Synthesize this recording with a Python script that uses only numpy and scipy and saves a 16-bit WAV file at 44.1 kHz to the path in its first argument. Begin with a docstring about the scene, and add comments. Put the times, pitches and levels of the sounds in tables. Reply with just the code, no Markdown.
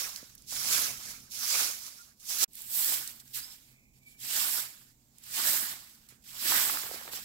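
"""A grass hand broom starts sweeping bare dirt beside a wall, stalks hissing and scratching over grit.
Single stalks tick and clods knock; from about 2 s a few faint far notes whistle or hiss.
Near 2.5 s the sound drops out briefly, then the strokes go on over open ground; late on, a swept clod tumbles.
Shaped noise makes the sweep, knocks, far rumble, wavering hum and air; smeared sines make the notes.
Two microphone ports hear it all, the left slightly earlier and the right louder."""
import sys
import numpy as np
from scipy import signal
from scipy.fft import rfft, irfft, next_fast_len
from scipy.io import wavfile
from scipy.ndimage import uniform_filter1d, map_coordinates

SR = 44100
rng = np.random.default_rng(int(sys.argv[2]) if len(sys.argv) > 2 else 0)


def materialize(psi):
    """Save the field psi as 16-bit PCM at rate SR to the path in sys.argv[1].

    A 1-D psi becomes a single channel; in a 2-D psi each row is a channel.
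    """
    bounded = np.clip(np.atleast_2d(psi).T, -1, 1)
    quanta = np.round(bounded * 32767).astype(np.int16)
    wavfile.write(sys.argv[1], SR, quanta)


N = 319351  # samples


def amp(db):
    """Decibels to linear gain."""
    return 10 ** (np.asarray(db) / 20)


def unit(x):
    """Scale to an rms of 1."""
    return x / np.sqrt(np.mean(x ** 2) + 1e-20)


def along(points, hz):
    """Read (f/Hz, value) points along a log frequency axis."""
    f, v = np.transpose(points)
    return np.interp(np.log(hz + 1), np.log(f + 1), v)


def curves(rows):
    """Draw one automation curve for each column after the time."""
    s, *cols = np.transpose(rows)
    return [np.interp(np.arange(N) / SR, s, c) for c in cols]


def wobble(rate):
    """A smooth random curve with rate knots a second, fixed or one value per sample."""
    knots = np.cumsum(rate * np.ones(N)) / SR
    return map_coordinates(rng.standard_normal(N // 8), [knots], mode="wrap")


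def filtered(x, response):
    """Shape the spectrum of x with a response of frequency."""
    m = next_fast_len(N + 8192)
    spectrum = rfft(x, m) * response(np.fft.rfftfreq(m, 1 / SR))
    return irfft(spectrum, m)[..., :N]


# How alike left and right sound: f/Hz, likeness (1 = the same)
LIKENESS = [(60, 0.71), (300, 0.92), (640, 0.24), (1200, 0.62), (2400, 0.067), (5000, 0.073), (12000, 0.04)]


def part(source, gain):
    """Colour two unrelated signals and mix them so the ports agree mostly in the bass; rms 1."""
    def mid_side(hz):
        turn = np.arccos(np.clip(along(LIKENESS, hz), -1, 1)) / 2
        return gain(hz) * np.array([np.cos(turn), np.sin(turn)])

    mid, side = filtered(source, mid_side)
    return unit(np.array([mid + side, mid - side]))


def noise_part(gain):
    """White noise shaped into a stereo layer."""
    return part(rng.standard_normal((2, N)), gain)


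def effort():
    """How hard the broom is working, 0 to 1, from its smoothed pressure."""
    hiss_db = uniform_filter1d(curves(np.vstack(PRESSURE))[0], size=4000)
    return np.clip(1 + (hiss_db - FULL_DB) / 25, 0, 1)


# Yard between strokes, before swells: t/s, rumble level/dB, hum level/dB
YARD_LEVELS = [(0, -68.5, -76), (.9, -61.5, -70), (1.25, -64, -69), (1.5, -71.5, -84), (2.45, -69, -80),
               (3.1, -67.5, -70.5), (4.8, -70.5, -75), (6, -68, -73), (7.24, -65, -74.5)]
# Relative rumble spectrum: f/Hz, level/dB per Hz
RUMBLE_COLOUR = [(12, -38.5), (20, -2), (70, -2), (92, -4.5), (133, -7), (161, -8.5), (232, -1.5),
                 (281, -9.5), (900, -37.5), (1170, -70), (1980, -120)]
RUMBLE_SWELL_DB = 2  # at full pressure


def rumble():
    """Far rumble: deep coloured noise that wavers and swells with the strokes."""
    rumble_db, _ = curves(YARD_LEVELS)
    level_db = rumble_db + RUMBLE_SWELL_DB * effort() + 0.8 * wobble(4.3)
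    return amp(level_db) * noise_part(lambda hz: amp(along(RUMBLE_COLOUR, hz)))


# Hum resonance: centre f/Hz, half width f/Hz (where the gain halves)
HUM_BAND = (128.6, 5)
HUM_SWELL_DB = 7.5  # at full pressure


def hum():
    """Wavering hum: noise in so narrow a resonance that it beats, swelling with the strokes."""
    centre, width = HUM_BAND
    _, hum_db = curves(YARD_LEVELS)
    band = noise_part(lambda hz: 1 / (1 + ((hz - centre) / width) ** 2))
    return amp(hum_db + HUM_SWELL_DB * effort()) * band


# Relative spectrum of far leaves and insects: f/Hz, level/dB per Hz
AIR_COLOUR = [(530, 1), (900, 1), (1520, -15), (2050, -21), (2130, -2.5), (2980, -19.5), (7300, 3),
              (9500, -12.5), (15700, 0)]
AIR_DB = -70.5  # mean level, before the waver


def air():
    """Far leaves and insects: a smooth, gently wavering coloured hiss."""
    return amp(AIR_DB + 0.69 * wobble(7.4)) * noise_part(lambda hz: amp(along(AIR_COLOUR, hz)))


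# Far notes, the widest only a faint band of hiss:
# t/s, length/s, first f/Hz, held f/Hz, nominal level/dB, blur f/Hz, share of the note spent gliding
BIRD_NOTES = [(1.986, 0.041, 1360, 1400, -56, 60.5, .5), (3.39, 0.16, 4590, 5300, -49.5, 181, .55),
              (3.628, 0.44, 2320, 2320, -67.5, 600, 0.54), (4.016, 0.173, 2300, 2320, -57.5, 88.9, 1)]
SWELL, NOTE_EDGE_DB = 0.26, -12.5  # share of a note spent swelling; level at its ends


def bird(s, length, first_hz, held_hz, db, blur_hz, glide):
    """A soft far whistle glides to a held note; leaves and echoes smear it into a narrow band of noise."""
    u = (np.arange(N) / SR - s) / length  # 0 to 1 through the note
    bend = np.sin(np.pi / 2 * np.clip(u / glide, 0, 1)) ** 2
    hz = first_hz + (held_hz - first_hz) * bend
    swell = amp(db + np.interp(u, [0, SWELL, 1], [NOTE_EDGE_DB, 0, NOTE_EDGE_DB]))
    smear = 20 / blur_hz + wobble(blur_hz) + 1j * wobble(blur_hz)
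    sounding = uniform_filter1d(1. * ((u > 0) & (u < 1)), size=500)
    whistle = np.real(np.exp(2j * np.pi * np.cumsum(hz) / SR) * smear)
    return sounding * swell * whistle


def taps(rows, width, rise, t60):
    """Short decaying noise bursts ring around each centre; width is a share of it, rise and t60 in s."""
    length = 4096
    out, t = np.zeros((2, N + length)), np.arange(length) / SR
    hz = np.fft.rfftfreq(length, 1 / SR)
    shape = (1 - np.exp(-t / rise)) * amp(-60 * t / t60)
    for s, db, centre in rows:
        damping = 1j * hz * centre * width
        ring = damping / (centre ** 2 - hz ** 2 + damping)
        # one noise common to both sides, plus one of its own for each
        noise = rng.standard_normal(length) + 0.6 * rng.standard_normal((2, length))
        burst = irfft(rfft(noise * shape) * ring ** 2)
        peak = np.sqrt(uniform_filter1d(np.mean(burst ** 2, axis=0), size=40).max())
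        start = round(s * SR)
        out[:, start:start + length] += amp(db) * burst / peak
    return out[:, :N]


# The swept clod rolls and sheds crumbs: from t/s, to t/s, highest peak level/dB, middle f/Hz
TUMBLE_SPAN = (6.65, 7.2, -48, 902)
CRUMBS = 160


def crumbs():
    """Many small knocks at random times, levels and pitches while the clod rolls."""
    start, end, db, hz = TUMBLE_SPAN
    when, size, pitch = rng.random((CRUMBS, 3)).T
    return np.c_[start + (end - start) * when, db - 10 * size, hz * 4 ** (pitch - .5)]


# Clods and pebbles knock on the ground: t/s, peak level/dB, centre f/Hz
CLOD_KNOCKS = [(0.228, -46.5, 316), (0.524, -44, 684), (0.787, -43, 282), (2.424, -44, 308),
               (6.123, -59, 290), (6.521, -26.5, 1370), (6.583, -31, 1720), (6.697, -30.5, 1110),
               (6.771, -29.5, 1500), (6.834, -39.5, 1300), (6.913, -35.5, 600), (6.942, -40, 444),
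               (6.974, -60, 400), (7.011, -44, 1000), (7.077, -39, 1020), (7.133, -40, 1290)]


def clods():
    """Clods, pebbles and shed crumbs knock on the dirt as short, damped bursts."""
    return taps([*CLOD_KNOCKS, *crumbs()], width=1.1, rise=.0005, t60=0.011)


# Single stalks snap back: t/s, peak level/dB, centre f/Hz
STALK_TICKS = [(0.16, -36, 4860), (0.3516, -42.5, 14000), (0.379, -51, 6190), (0.421, -51, 7060),
               (1.203, -50, 6000), (1.3057, -62, 6750), (1.3194, -42, 5300), (1.8652, -38, 5800),
               (2.198, -65, 6000), (2.5331, -47, 11500), (2.5535, -38, 12200), (2.6184, -34, 14500),
               (2.8453, -20.5, 14500), (3.0752, -32, 7160), (3.2, -47, 5260), (3.2779, -52, 5740),
               (3.337, -44, 12000), (3.373, -33, 13000), (4.202, -48, 7000), (5.183, -47.5, 8550),
               (5.238, -45, 7750), (6.088, -51, 7800)]


def ticks():
    """Single stalks snap back with short, mostly bright bursts."""
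    return taps(STALK_TICKS, width=1.1, rise=.0004, t60=0.014)


def grit(spiky_db, patchy_db, size):
    """Dense scratches of uneven strength, size samples long, in patches where bunches of stalks catch."""
    strength = np.minimum(rng.exponential(size=N // size + 1), 4)
    strength = uniform_filter1d(np.repeat(strength, size)[:N], size=size)
    scratches = amp(spiky_db * strength) * rng.standard_normal((2, N))
    z = signal.stft(scratches, nperseg=256)[2]
    patches = uniform_filter1d(rng.standard_normal(z.shape[1:]), size=4, axis=0)  # smooth over frequency
    patches = uniform_filter1d(patches, size=9, axis=1)  # smooth over time
    return signal.istft(z * amp(patchy_db * unit(patches)), nperseg=256)[1][:, :N]


# Relative sweep spectra beside the wall and on open ground: f/Hz, level/dB per Hz
WALL_SWEEP = [(88, -53.5), (150, -29.5), (405, -27.5), (881, -17.5), (1230, -7), (1680, -3.5), (1850, -6),
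              (2160, -2.5), (2780, -3), (5490, 4.5), (8760, -3), (12000, 2.5), (15700, 4.5)]
OPEN_SWEEP = [(88, -42), (150, -18.5), (302, -11.5), (473, -19.5), (521, -14), (1710, 4), (2570, -2),
              (5180, -2), (6290, -7), (7790, -2.5), (9650, -8), (12400, 0), (15700, -1)]
# How hard the broom bears on the ground, one list from each touchdown: t/s, hiss level/dB
PRESSURE = [
    [(0.0, -39.5), (0.154, -51), (0.16, -47), (0.21, -55.5), (0.356, -65.5), (0.372, -75), (0.378, -63.5),
     (0.458, -67.5), (0.47, -58)],
    [(0.473, -55.5), (0.515, -43), (0.665, -38.5), (0.723, -31.5), (0.861, -38), (0.965, -49.5),
     (1.101, -49), (1.295, -66), (1.316, -49.5)],
    [(1.32, -47.5), (1.534, -32.5), (1.632, -36), (1.804, -51), (1.88, -48), (1.902, -53), (2.098, -64.5),
     (2.164, -78), (2.196, -67)],
    [(2.2, -60.5), (2.246, -58.5), (2.292, -43.5), (2.318, -40), (2.366, -41.5), (2.43, -30.5),
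     (2.443, -30)],
    [(2.48, -83.5), (2.572, -53.5), (2.662, -57.5), (2.744, -44), (2.94, -38), (3.192, -63.5),
     (3.202, -56.5), (3.224, -69.5), (3.33, -62.5)],
    [(3.335, -55), (3.347, -43.5), (3.385, -44.5), (3.499, -58), (3.527, -55), (3.583, -64.5),
     (3.711, -68.5), (3.785, -78.5), (3.93, -85)],
    [(3.935, -76), (3.989, -72.5), (3.993, -79), (4.015, -82), (4.033, -75), (4.057, -77), (4.069, -69.5),
     (4.127, -66.5), (4.16, -75)],
    [(4.165, -75.5), (4.215, -49), (4.365, -35.5), (4.601, -42.5), (4.745, -61), (4.921, -69.5),
     (4.963, -78), (5.115, -78), (5.232, -63.5)],
    [(5.237, -57.5), (5.291, -52), (5.357, -38), (5.481, -33.5), (5.709, -45), (5.775, -54.5), (6.049, -70),
     (6.067, -68.5), (6.083, -75)],
    [(6.088, -62), (6.11, -64), (6.174, -74), (6.176, -77), (6.218, -77), (6.224, -68), (6.236, -74)],
    [(6.241, -63), (6.295, -52.5), (6.327, -53), (6.485, -32.5), (6.567, -32.5), (6.907, -48.5),
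     (6.953, -45.5), (6.997, -51.5), (7.11, -53.5)],
    [(7.113, -52), (7.119, -45.5), (7.159, -39.5), (7.171, -43.5), (7.24, -53.5)],
]
# Each stroke: touchdown t/s; scrape, sizzle and tips level/dB over the hiss, before the moves below;
# left-right level/dB; stalks fan out around t/s, spread t/s, brightening level/dB
STROKE_MIX = [(0, -6.5, -3.5, -5, 0.4, .05, 0.08, 3), (.473, -7.5, -1.5, -6, 0.73, .85, .12, 3),
              (1.32, -9, -1, -5, 0.67, 1.65, 0.11, 1.4), (2.2, -7, 0.5, -3, 0.2, 2.4, .1, 1),
              (2.48, -9.5, 0, 4, 0.8, 2.767, 0.13, 8.6), (3.335, -9.5, -2.5, -0.5, .5, 3.375, 0.029, 6.2),
              (3.935, -10, 0, -3, .5, 4.12, .05, 3.4), (4.165, -9, -1.5, -1, 0.78, 4.53, 0.14, 7.2),
              (5.237, -7, -3, -0.5, 1.2, 5.57, .12, 9.4), (6.088, 0, -0.5, -5, -2.6, 6.09, .03, 2),
              (6.241, -7, -5.5, 1, 0.65, 6.72, 0.2, 5), (7.113, -10, -7, 1, 1, 7.15, .05, 1)]
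# Borders between scrape, hiss, sizzle and tips: f/Hz
BAND_BORDERS = [2494, 7400, 11260]
MOVE_S = 2.476  # from the wall to open ground
# swept grit trails the stalks and swings wider around full pressure
SCRAPE_LAG_S, SCRAPE_GROWS, FULL_DB = 0.019, 1.114, -36
THUD_HZ, THUD_DB, THUD_GROWS = 648, -11, 1.13  # the deepest scrape needs a firm stroke
SCRAPE_PILES_DB_PER_S = 5  # grit gathers ahead of the broom as a stroke goes on
FAN_SIZZLE, FAN_RIGHT = 0.6, 0.085  # share of the brightening in the sizzle and in a lean to the right


def strokes(colour):
    """Coarse grit scrapes low down, stalks scratch finely above; one pressure drives all bands."""
    t = np.arange(N) / SR
    s, hiss = np.vstack(PRESSURE).T
    hiss_db = np.interp(t, s, hiss)
    late_t = np.maximum(t - SCRAPE_LAG_S, MOVE_S * (t > MOVE_S))  # the lag never reaches back over the move
    late_db = np.interp(late_t, s, hiss)
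    rows = np.array(STROKE_MIX)
    now = rows[np.searchsorted(rows[1:, 0], t)]
    down_s, scrape_db, sizzle_db, tips_db, lean_db, fan_s, fan_for_s, fan_db = now.T
    scrape_db = scrape_db + SCRAPE_PILES_DB_PER_S * (t - down_s)
    fan_db = fan_db * np.exp(-((t - fan_s) / fan_for_s) ** 2)
    levels = [
        FULL_DB + THUD_GROWS * (late_db - FULL_DB) + scrape_db + THUD_DB,  # thud
        FULL_DB + SCRAPE_GROWS * (late_db - FULL_DB) + scrape_db,  # scrape
        hiss_db,
        hiss_db + sizzle_db + FAN_SIZZLE * fan_db,  # sizzle
        hiss_db + tips_db + fan_db,  # tips
    ]
    coarse = grit(spiky_db=-0.5, patchy_db=3.0, size=110)
    fine = grit(spiky_db=1.33, patchy_db=1.5, size=12)

    def under(hz, edge):  # power share below a soft edge
        return 1 - 1 / (1 + (edge / (hz + 1)) ** 8)

    edges = [0, THUD_HZ, *BAND_BORDERS, SR]
    sweep = 0
    for low, high, db in zip(edges, edges[1:], levels):
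        def band(hz):
            return amp(along(colour, hz)) * np.sqrt(np.abs(under(hz, high) - under(hz, low)))

        source = fine if low > THUD_HZ else coarse
        sweep = sweep + amp(db) * part(source, band)
    flutter_db = 0.7 * wobble(14) + 0.6 * wobble(90)  # uneven ground
    pan_db = (lean_db - FAN_RIGHT * fan_db) * np.array([[.5], [-.5]])
    return amp(flutter_db + pan_db) * sweep


def broom():
    """The broom's colour switches from the wall's to open ground's at the move."""
    beside_wall = np.arange(N) < MOVE_S * SR
    return np.where(beside_wall, strokes(WALL_SWEEP), strokes(OPEN_SWEEP))


# Left over right: f/Hz, level/dB
PORT_BALANCE = [(40, -4.5), (250, -3), (600, -2.5), (1200, -6.5), (2400, -4), (4400, -8), (9000, -9),
                (15000, -5)]
# The left port hears earlier, mostly above a corner: lead t/s, corner f/Hz
PORT_LEAD = (0.0002575, 530)


def ports(hz):
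    """The microphone body shades the left port; standing apart, the two ports hear at different times."""
    lead_s, corner_hz = PORT_LEAD
    db = along(PORT_BALANCE, hz)
    lead = lead_s * hz ** 2 / (hz ** 2 + corner_hz ** 2)
    shift = np.exp(1j * np.pi * hz * lead)  # half the lead for each port
    return np.array([amp(db / 2) * shift, amp(-db / 2) / shift])


def scene():
    """Layer the yard, far notes, knocks, ticks and broom, then hear them at the two ports."""
    yard = rumble() + hum() + air()
    notes = sum(bird(*note) for note in BIRD_NOTES)
    return filtered(yard + notes + clods() + ticks() + broom(), ports)


# Brief gap between the two places: t/s, level/dB
GAP = [(2.443, 0), (2.451, -40), (2.463, -44), (2.47, -50), (2.477, -50), (2.479, 0)]
TOP_HZ = 16000  # band limit


def record(dry):
    """The sound drops out briefly between the two places; nothing passes above the band limit."""
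    def edge(hz):
        return np.clip((TOP_HZ - hz) / 250, 0, 1) ** 2

    return filtered(dry * amp(curves(GAP)[0]), edge)


dry = scene()
out = record(dry)
materialize(out)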